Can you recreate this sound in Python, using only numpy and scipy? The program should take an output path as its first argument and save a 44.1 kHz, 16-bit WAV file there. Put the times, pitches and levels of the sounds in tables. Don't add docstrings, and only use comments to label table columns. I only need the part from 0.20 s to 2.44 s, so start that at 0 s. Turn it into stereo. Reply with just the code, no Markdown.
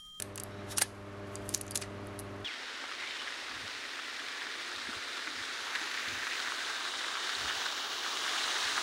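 import sys
import numpy as np
from scipy import signal
from scipy.fft import rfft, irfft
from scipy.io import wavfile

SR = 44100
rng = np.random.default_rng(int(sys.argv[2]) if len(sys.argv) > 2 else 0)


def transcribe(signal):
    frames = np.atleast_2d(signal).T
    limited = np.clip(frames, -1, 1)
    pcm = np.round(limited * 32767).astype(np.int16)
    wavfile.write(sys.argv[1], SR, pcm)


N = 99004

# [f/Hz, level/dB]
RIM_SCRAPES = [(0.0008, -21.5, 0.91, 2.2, -5.5, 12800, [(5300, -18), (6900, -34)]),
               (0.182, -33, 2.5, 1.6, 3, 9400, [(2780, -8), (4300, -15), (6300, -24)]),
               (0.522, -36.5, 17, 11.4, -0.5, 15500, [(3780, -10), (5490, -10), (6740, -15)]),
               (0.5755, -26, 4.2, 7.1, -12, 10800, [(3650, -20), (4950, -13), (5520, -9)]),
               (0.582, -16.5, 0.28, 5.9, -6.5, 14200, [(1630, -11.5), (2750, -12.5), (9070, -12)]),
               (0.5851, -19, 0.41, 1.8, -3, 11550, [(1630, -20), (5010, -13), (10700, -8)]),
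               (0.6163, -16, 3.3, 4.5, -3.5, 13200, [(2050, -8.5), (6500, -33)]),
               (0.6214, -11.5, 0.73, 3, -13, 13700, [(1720, -8), (4740, -13), (8770, -0.5), (10800, -14)]),
               (0.635, -29, 5.9, 5.7, 11, 15000, []), (1.4105, -38, 0.53, 0.84, 0, 12000, [(2950, 1)]),
               (1.5572, -18, 1.8, 4.5, -7, 12900, [(4280, -18), (5500, -29), (6900, -10), (9450, -22)]),
               (1.6207, -28.5, 2.8, 1.8, -0.5, 10000, [(6540, -7), (7670, -24)]),
               (1.6242, -33.5, 1.2, 2.1, -2, 9500, [(1050, -16), (2460, -2), (4550, 4.5)]),
               (1.634, -41.5, 3.2, 9, 5, 9500, [(1950, 0)])]
# f/Hz, level/dB
SCRAPE_SPECTRUM = [(100, -21), (400, -20), (1200, -8.5), (2500, -7), (3900, -2.5), (5000, -4.5),
                   (7000, -4.5), (9300, -0.5), (10800, 4), (12500, -10.5), (14500, -7.5), (16000, -20)]
# f/Hz, width/Hz, level/dB
SHELL_MODES = [(390, 81, -0.5), (833, 110, 6.5), (1140, 430, -3.5), (1720, 96, 11.5), (1730, 59, 8),
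               (2070, 65, 2.5), (2850, 100, 4), (3750, 47, -19), (4000, 59, -7), (6200, 600, 2),
               (9200, 290, -13), (9970, 730, -4), (11080, 120, 1), (11700, 90, 6)]
# f/Hz, level/dB
HUM_TONES = [(33.8, -64), (99.8, -49), (120, -59.5), (199.6, -54), (239.3, -64.5), (299.4, -55), (399, -52),
             (498.9, -62.5), (598.5, -54.5), (898, -66), (1096, -64)]
# t/s, level/dB
HUM_CONTOUR = [(0.0, -45.5), (0.22, -51.5), (0.7, -49.5), (1.32, -46.5), (1.38, -49.5), (2.05, -49.5),
               (2.24, -55.5)]
# f/Hz, level/dB
AIR_SPECTRUM = [(20, -11), (55, -0.5), (160, -3.5), (260, 0), (350, 3.5), (500, -4), (680, 1), (880, -4),
                (1250, 1.75), (2000, -3), (3800, -11), (6500, -18.5), (10500, -30.5), (13000, -38),
                (15500, -70)]
# f/Hz, left-right coherence
AIR_COHERENCE = [(60, 1), (290, 0.59), (640, 0.51), (1400, -0.45), (3100, -0.56), (15000, -0.91)]
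# f/Hz, level/dB
ROOM_SPECTRUM = [(300, -15), (1700, 14.5), (4500, 3), (7500, -9.5), (10300, -10), (13500, -15),
                 (16000, -27)]
# f/Hz, T60/s
ROOM_DECAY = [(300, 0.037), (2000, 0.1), (7000, 0.29), (14000, 0.26)]
# t/s, level/dB, peak f/Hz, chatter/ms, sheet ring/dB, top edge f/Hz, pan/dB, lug ring/dB
LUG_TICKS = [(0.0229, -16.5, 9450, 0.29, -6, 13500, 6, -47), (0.158, -27.5, 8900, 0.2, -9, 13900, 6, -25),
             (0.1773, -30, 7400, 0.84, -4, 11600, -4, -14), (0.1997, -26, 8200, 0.15, 0, 14700, 1.5, -19),
             (0.2355, -29.5, 9600, 0.4, -3, 13800, 4.5, -17), (0.513, -40, 11800, 0.2, -11, 15500, 2, -21),
             (1.1557, -31.5, 6800, 0.26, -10.5, 11700, 10, -12),
             (1.2916, -27, 9200, 0.066, -5, 15100, 4, -16.5), (1.3396, -24, 6300, 16, -27, 11900, 3, -22),
             (1.3470, -22, 8000, 1.8, -2, 14400, 4, -15), (1.3757, -31.5, 8900, 2.7, -3, 14000, 2, -24),
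             (1.4124, -23, 10900, 0.7, -3, 12400, -1, -32), (1.4343, -51.5, 5950, 0.74, -16, 9000, -3, -20),
             (1.466, -42.5, 7550, 1.9, -53, 12400, 3, -39), (1.4797, -38.5, 7000, 1.1, -1, 10400, 1, -34),
             (1.5093, -29.5, 9400, 1.0, -5, 11600, 2, -12), (1.5177, -34, 9400, 1.2, -4, 12000, 4, -3),
             (1.5487, -40, 7900, 0.76, -5, 10200, -15, -21), (1.5746, -21.5, 9500, .7, -5, 12900, 3, -19),
             (1.611, -38, 10200, 1.1, -10, 13000, 5, -18), (1.6153, -34, 7760, 1.4, 9, 12600, -5, -22),
             (1.8710, -45, 9800, 0.35, -15, 15500, 2.5, -29), (1.991, -31, 8200, 0.27, 0, 14500, 2, -12),
             (1.9973, -33.5, 10200, 0.8, -1, 15200, 5, -16), (2.0034, -42, 10300, 0.5, 3, 14500, 1, -18)]
# f/Hz, level/dB
TICK_SPECTRUM = [(100, -31), (700, -56), (1700, -15.5), (3700, -11), (4700, -8), (8000, -4), (11000, 5),
                 (12500, 4), (14500, -6), (16000, -3)]
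# f/Hz, width/Hz, level/dB
LUG_MODES = [(3990, 47, -3), (4720, 67, 6)]
# f/Hz, width/Hz, level/dB
SLIDE_MODES = [(1340, 120, -9), (2060, 100, -5), (3780, 160, 3), (5480, 180, -3)]
# t/s, level/dB, contact/ms
WALL_KNOCKS = [(0.6192, 12, 0.038), (1.6220, -8, 0.038)]
# crest t/s, level/dB
GRIP_STROKES = [(0.75, -65), (1.15, -64.5), (1.33, -51)]
# f/Hz, level/dB
RUB_SPECTRUM = [(500, -40), (2500, 2), (3800, 1), (6500, 3), (10500, 5.5), (12500, -1), (15500, -22)]
# t/s, level/dB, contact/ms
WIRE_FLICKS = [(1.1560, -43, 0.0093), (1.3470, -1.5, 0.012), (1.5744, -10.5, 0.017)]
# f/Hz, width/Hz, level/dB
WIRE_MODES = [(4380, 120, 6), (6000, 440, 2), (6800, 770, 16.5)]


def amp(db):
    return 10 ** (np.asarray(db) / 20)


def unit(x):
    return x / np.linalg.norm(x)


def lookup(table, hz):
    f, value = np.transpose(table)
    return np.interp(np.log(hz + 1), np.log(f + 1), value)


def add(mix, at_s, sound):
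    start = round(at_s * SR)
    sound = sound[:, max(-start, 0):]
    part = mix[:, max(start, 0):][:, :sound.shape[1]]
    part += sound[:, :part.shape[1]]


def panned(x, pan_db):
    return x * amp([[pan_db / 2], [-pan_db / 2]])


def noise_pair(count, coherence):
    left, other = rng.standard_normal((2, count))
    return np.array([left, coherence * left + np.sqrt(1 - coherence ** 2) * other])


def drift(rate_hz):
    hz = np.fft.rfftfreq(N, 1 / SR)
    slow = irfft(rfft(rng.standard_normal(N)) / (1 + (hz / rate_hz) ** 4), N)
    return slow / slow.std()


def crest(t, rise, fall):
    return np.exp(np.minimum(t / rise, -t / fall))


def smoothed(x, time_s):
    pole = np.exp(-1 / (time_s * SR))
    return signal.lfilter([1 - pole], [1, -pole], x)


def rolloff_db(f, top_hz, steepness=18):
    return -10 * np.log10(1 + (f / top_hz) ** steepness)


def coloured(x, db_at, size=1024):
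    log_gain = np.log(amp(db_at(abs(np.fft.fftfreq(size, 1 / SR)))))
    taps = np.fft.ifft(np.exp(np.conj(signal.hilbert(log_gain)))).real[:size // 2]
    return signal.fftconvolve(x, unit(taps)[None], axes=1)


def resonate(force, modes, alternate=False):
    out = np.zeros_like(force)
    for k, (hz, width_hz, db) in enumerate(modes):
        radius = np.exp(-np.pi * width_hz / SR)
        pole = radius * np.exp(2j * np.pi * hz / SR)
        sign = (-1) ** k if alternate else 1
        out += sign * amp(db) * 2 * signal.lfilter([1 - radius], [1, -pole], force).real
    return out


def pushes(rows, pan_db):
    out, ms = np.zeros((2, N)), np.arange(64) * 1e3 / SR
    for at_s, db, contact_ms in rows:
        push = np.exp(-ms / contact_ms)
        add(out, at_s, panned(amp(db) * push / push.sum(), pan_db))
    return out


def scrapes(slips_per_s=1500, slip_db=7, drag_db=-42, body_hz=3500, spot_width_hz=140,
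            gain_db=-3, pan_db=2.5):
    rasp, tones = np.zeros((2, 2, N))
    ms = np.arange(-SR // 16, SR // 8) * 1e3 / SR
    for crest_s, db, rise_ms, fall_ms, body_db, top_hz, spot in RIM_SCRAPES:
        slips = noise_pair(len(ms), 0.59)
        slips *= 1 + amp(slip_db) * (rng.random(len(ms)) < slips_per_s / SR)
        bite = crest(ms, rise_ms, fall_ms)
        pressure = np.maximum(bite, amp(drag_db) * crest(ms, rise=15, fall=7.9))
        start_s = crest_s - np.sum(ms < 0) / SR
        strength = amp(db + gain_db) * np.sqrt(2) * np.linalg.norm(pressure)

        def spectrum_db(f):
            shelf_db = body_db / (1 + (f / body_hz) ** 4)
            return lookup(SCRAPE_SPECTRUM, f) + shelf_db + rolloff_db(f, top_hz)

        add(rasp, start_s, strength * unit(coloured(slips * pressure, spectrum_db)))
        for hz, tone_db in spot:
            tone = resonate(slips * bite, [(hz, spot_width_hz, 0)])
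            add(tones, start_s, strength * amp(tone_db) * unit(tone))
    return panned(rasp, pan_db), panned(tones, pan_db)


def shell(friction, tick, friction_db=-10, tick_db=-17):
    return resonate(amp(friction_db) * friction + amp(tick_db) * tick, SHELL_MODES)


def hum(swell_share=0.47, waver_db=-0.25, waver_hz=3, full_swell_hz=400):
    t, tones = np.arange(N) / SR, np.zeros(N)
    contour_db = np.interp(t, *np.transpose(HUM_CONTOUR))
    swell_db = swell_share * (contour_db - contour_db.mean())
    for hz, db in HUM_TONES:
        level_db = db + min(hz / full_swell_hz, 1) * (swell_db + waver_db * drift(waver_hz))
        tones += amp(level_db) * np.sin(2 * np.pi * (hz * t + rng.random()))
    return panned(np.sqrt(2) * tones, pan_db=-1)


def air(mid_db=-46.5, mid_low_hz=700, mid_high_hz=3000):
    hz = np.fft.rfftfreq(N, 1 / SR)
    left, other = rfft(rng.standard_normal((2, N))) * amp(lookup(AIR_SPECTRUM, hz))
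    coherence = lookup(AIR_COHERENCE, hz)
    right = coherence * left + np.sqrt(1 - coherence ** 2) * other
    mid_rms = irfft(left * (hz > mid_low_hz) * (hz < mid_high_hz), N).std()
    return irfft(np.array([left, right]), N) / mid_rms * amp(mid_db)


def room(x, gap_s=0.012, coherence=-0.65, tails=3, cycle_hz=40):
    out = np.zeros((2, N))
    for k in range(tails):
        hz, t, bands = signal.stft(noise_pair(SR // 4, coherence), SR, nperseg=256)
        db = lookup(ROOM_SPECTRUM, hz)[:, None] - 60 * t / lookup(ROOM_DECAY, hz)[:, None]
        tail = signal.istft(bands * amp(db), SR, nperseg=256)[1]
        tail *= np.arange(tail.shape[1]) / SR > gap_s
        feed = np.sqrt(2 / tails) * np.cos(np.pi * (cycle_hz * np.arange(N) / SR + k / tails))
        out += signal.oaconvolve(x[:1] * feed, tail / np.linalg.norm(tail[0]), axes=1)[:, :N]
    return out


def tick_coloured(x, peak_hz, top_hz, peak_db, width_hz=2000, pivot_hz=9000):
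    def spectrum_db(f):
        tilt_db = 9 * np.log2(peak_hz / pivot_hz) * np.log2(np.maximum(f, pivot_hz / 4) / pivot_hz)
        bump_db = peak_db * np.exp(-((f - peak_hz) / width_hz) ** 2)
        return lookup(TICK_SPECTRUM, f) + tilt_db + rolloff_db(f, top_hz) + bump_db

    return coloured(x, spectrum_db)


def ticks(chatter_db=-10, ring_ms=3.3, ring_edge_share=0.73, gain_db=2):
    out, ms = np.zeros((2, N)), np.arange(SR // 32) * 1e3 / SR
    strength = np.sqrt(2 * np.sum(ms < 1))
    for at_s, db, peak_hz, chatter_ms, ring_db, top_hz, pan_db, lug_db in LUG_TICKS:
        force = amp(chatter_db) * noise_pair(len(ms), 0.5) * np.exp(-ms / chatter_ms)
        force[:, 0] += 1
        snap = tick_coloured(force, peak_hz, top_hz, peak_db=9)
        waves = noise_pair(len(ms), 0.58) * np.exp(-ms / ring_ms)
        ring = tick_coloured(waves, peak_hz, ring_edge_share * top_hz, peak_db=4)
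        lug = resonate(snap, LUG_MODES, alternate=True)
        tick = unit(snap) + amp(ring_db) * unit(ring) + amp(lug_db) * unit(lug)
        add(out, at_s, panned(amp(db + gain_db) * strength * unit(tick), pan_db))
    return out


def slide(crest_s=0.39, rise_s=0.14, fall_s=0.04, drive_db=-44, grain_hz=40, grain_db=3):
    envelope = crest(np.arange(N) / SR - crest_s, rise_s, fall_s)
    pressure = amp(drive_db + grain_db * drift(grain_hz)) * envelope
    return resonate(noise_pair(N, 0) * pressure, SLIDE_MODES, alternate=True)


def knocks(gain_db=-4):
    return amp(gain_db) * resonate(pushes(WALL_KNOCKS, pan_db=0.5), SHELL_MODES, alternate=True)


def rub(rest_db=-70, rise_s=0.048, fall_s=0.028, grain_hz=60, grain_db=2):
    t = np.arange(N) / SR
    strokes = sum(amp(db) * crest(t - crest_s, rise_s, fall_s) for crest_s, db in GRIP_STROKES)
    friction = noise_pair(N, 0.27) * (amp(rest_db) + strokes) * amp(grain_db * drift(grain_hz))
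    return coloured(friction, lambda f: lookup(RUB_SPECTRUM, f))[:, :N]


def pings(band_hz=(3600, 13000)):
    ring = resonate(pushes(WIRE_FLICKS, pan_db=0), WIRE_MODES)
    return signal.sosfilt(signal.butter(4, band_hz, "band", fs=SR, output="sos"), ring)


def right_delayed(x, lag_s):
    delay = np.exp(-2j * np.pi * np.fft.rfftfreq(2 * N, 1 / SR) * lag_s)
    return np.array([x[0], irfft(rfft(x[1], 2 * N) * delay)[:N]])


def scene(room_db=-14, right_lag_s=3.9e-5):
    rasp, spot_tones = scrapes()
    tick = ticks()
    friction = rasp + rub()
    bucket = friction + tick + shell(friction, tick) + slide() + knocks() + pings()
    direct = right_delayed(bucket + spot_tones, right_lag_s)
    return direct + amp(room_db) * room(bucket) + hum() + air()


def record(dry, threshold_db=-27, slope=0.41, recovery_db_per_s=9, start_cut_db=4,
           sense_s=0.0046, attack_s=0.0025, edge_hz=16400):
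    power_db = 10 * np.log10(smoothed((dry ** 2).mean(0), sense_s) + 1e-12)
    cut_db = slope * np.maximum(power_db - threshold_db, 0)
    cut_db[0] = start_cut_db
    recovery_db = recovery_db_per_s * np.arange(N) / SR
    held_db = np.maximum.accumulate(cut_db + recovery_db) - recovery_db
    ducked = dry * amp(-smoothed(held_db, attack_s))
    lowpass = signal.firwin(511, edge_hz, window=("kaiser", 9), fs=SR)
    return signal.oaconvolve(ducked, lowpass[None], "same")


dry = scene()
out = record(dry)
transcribe(out)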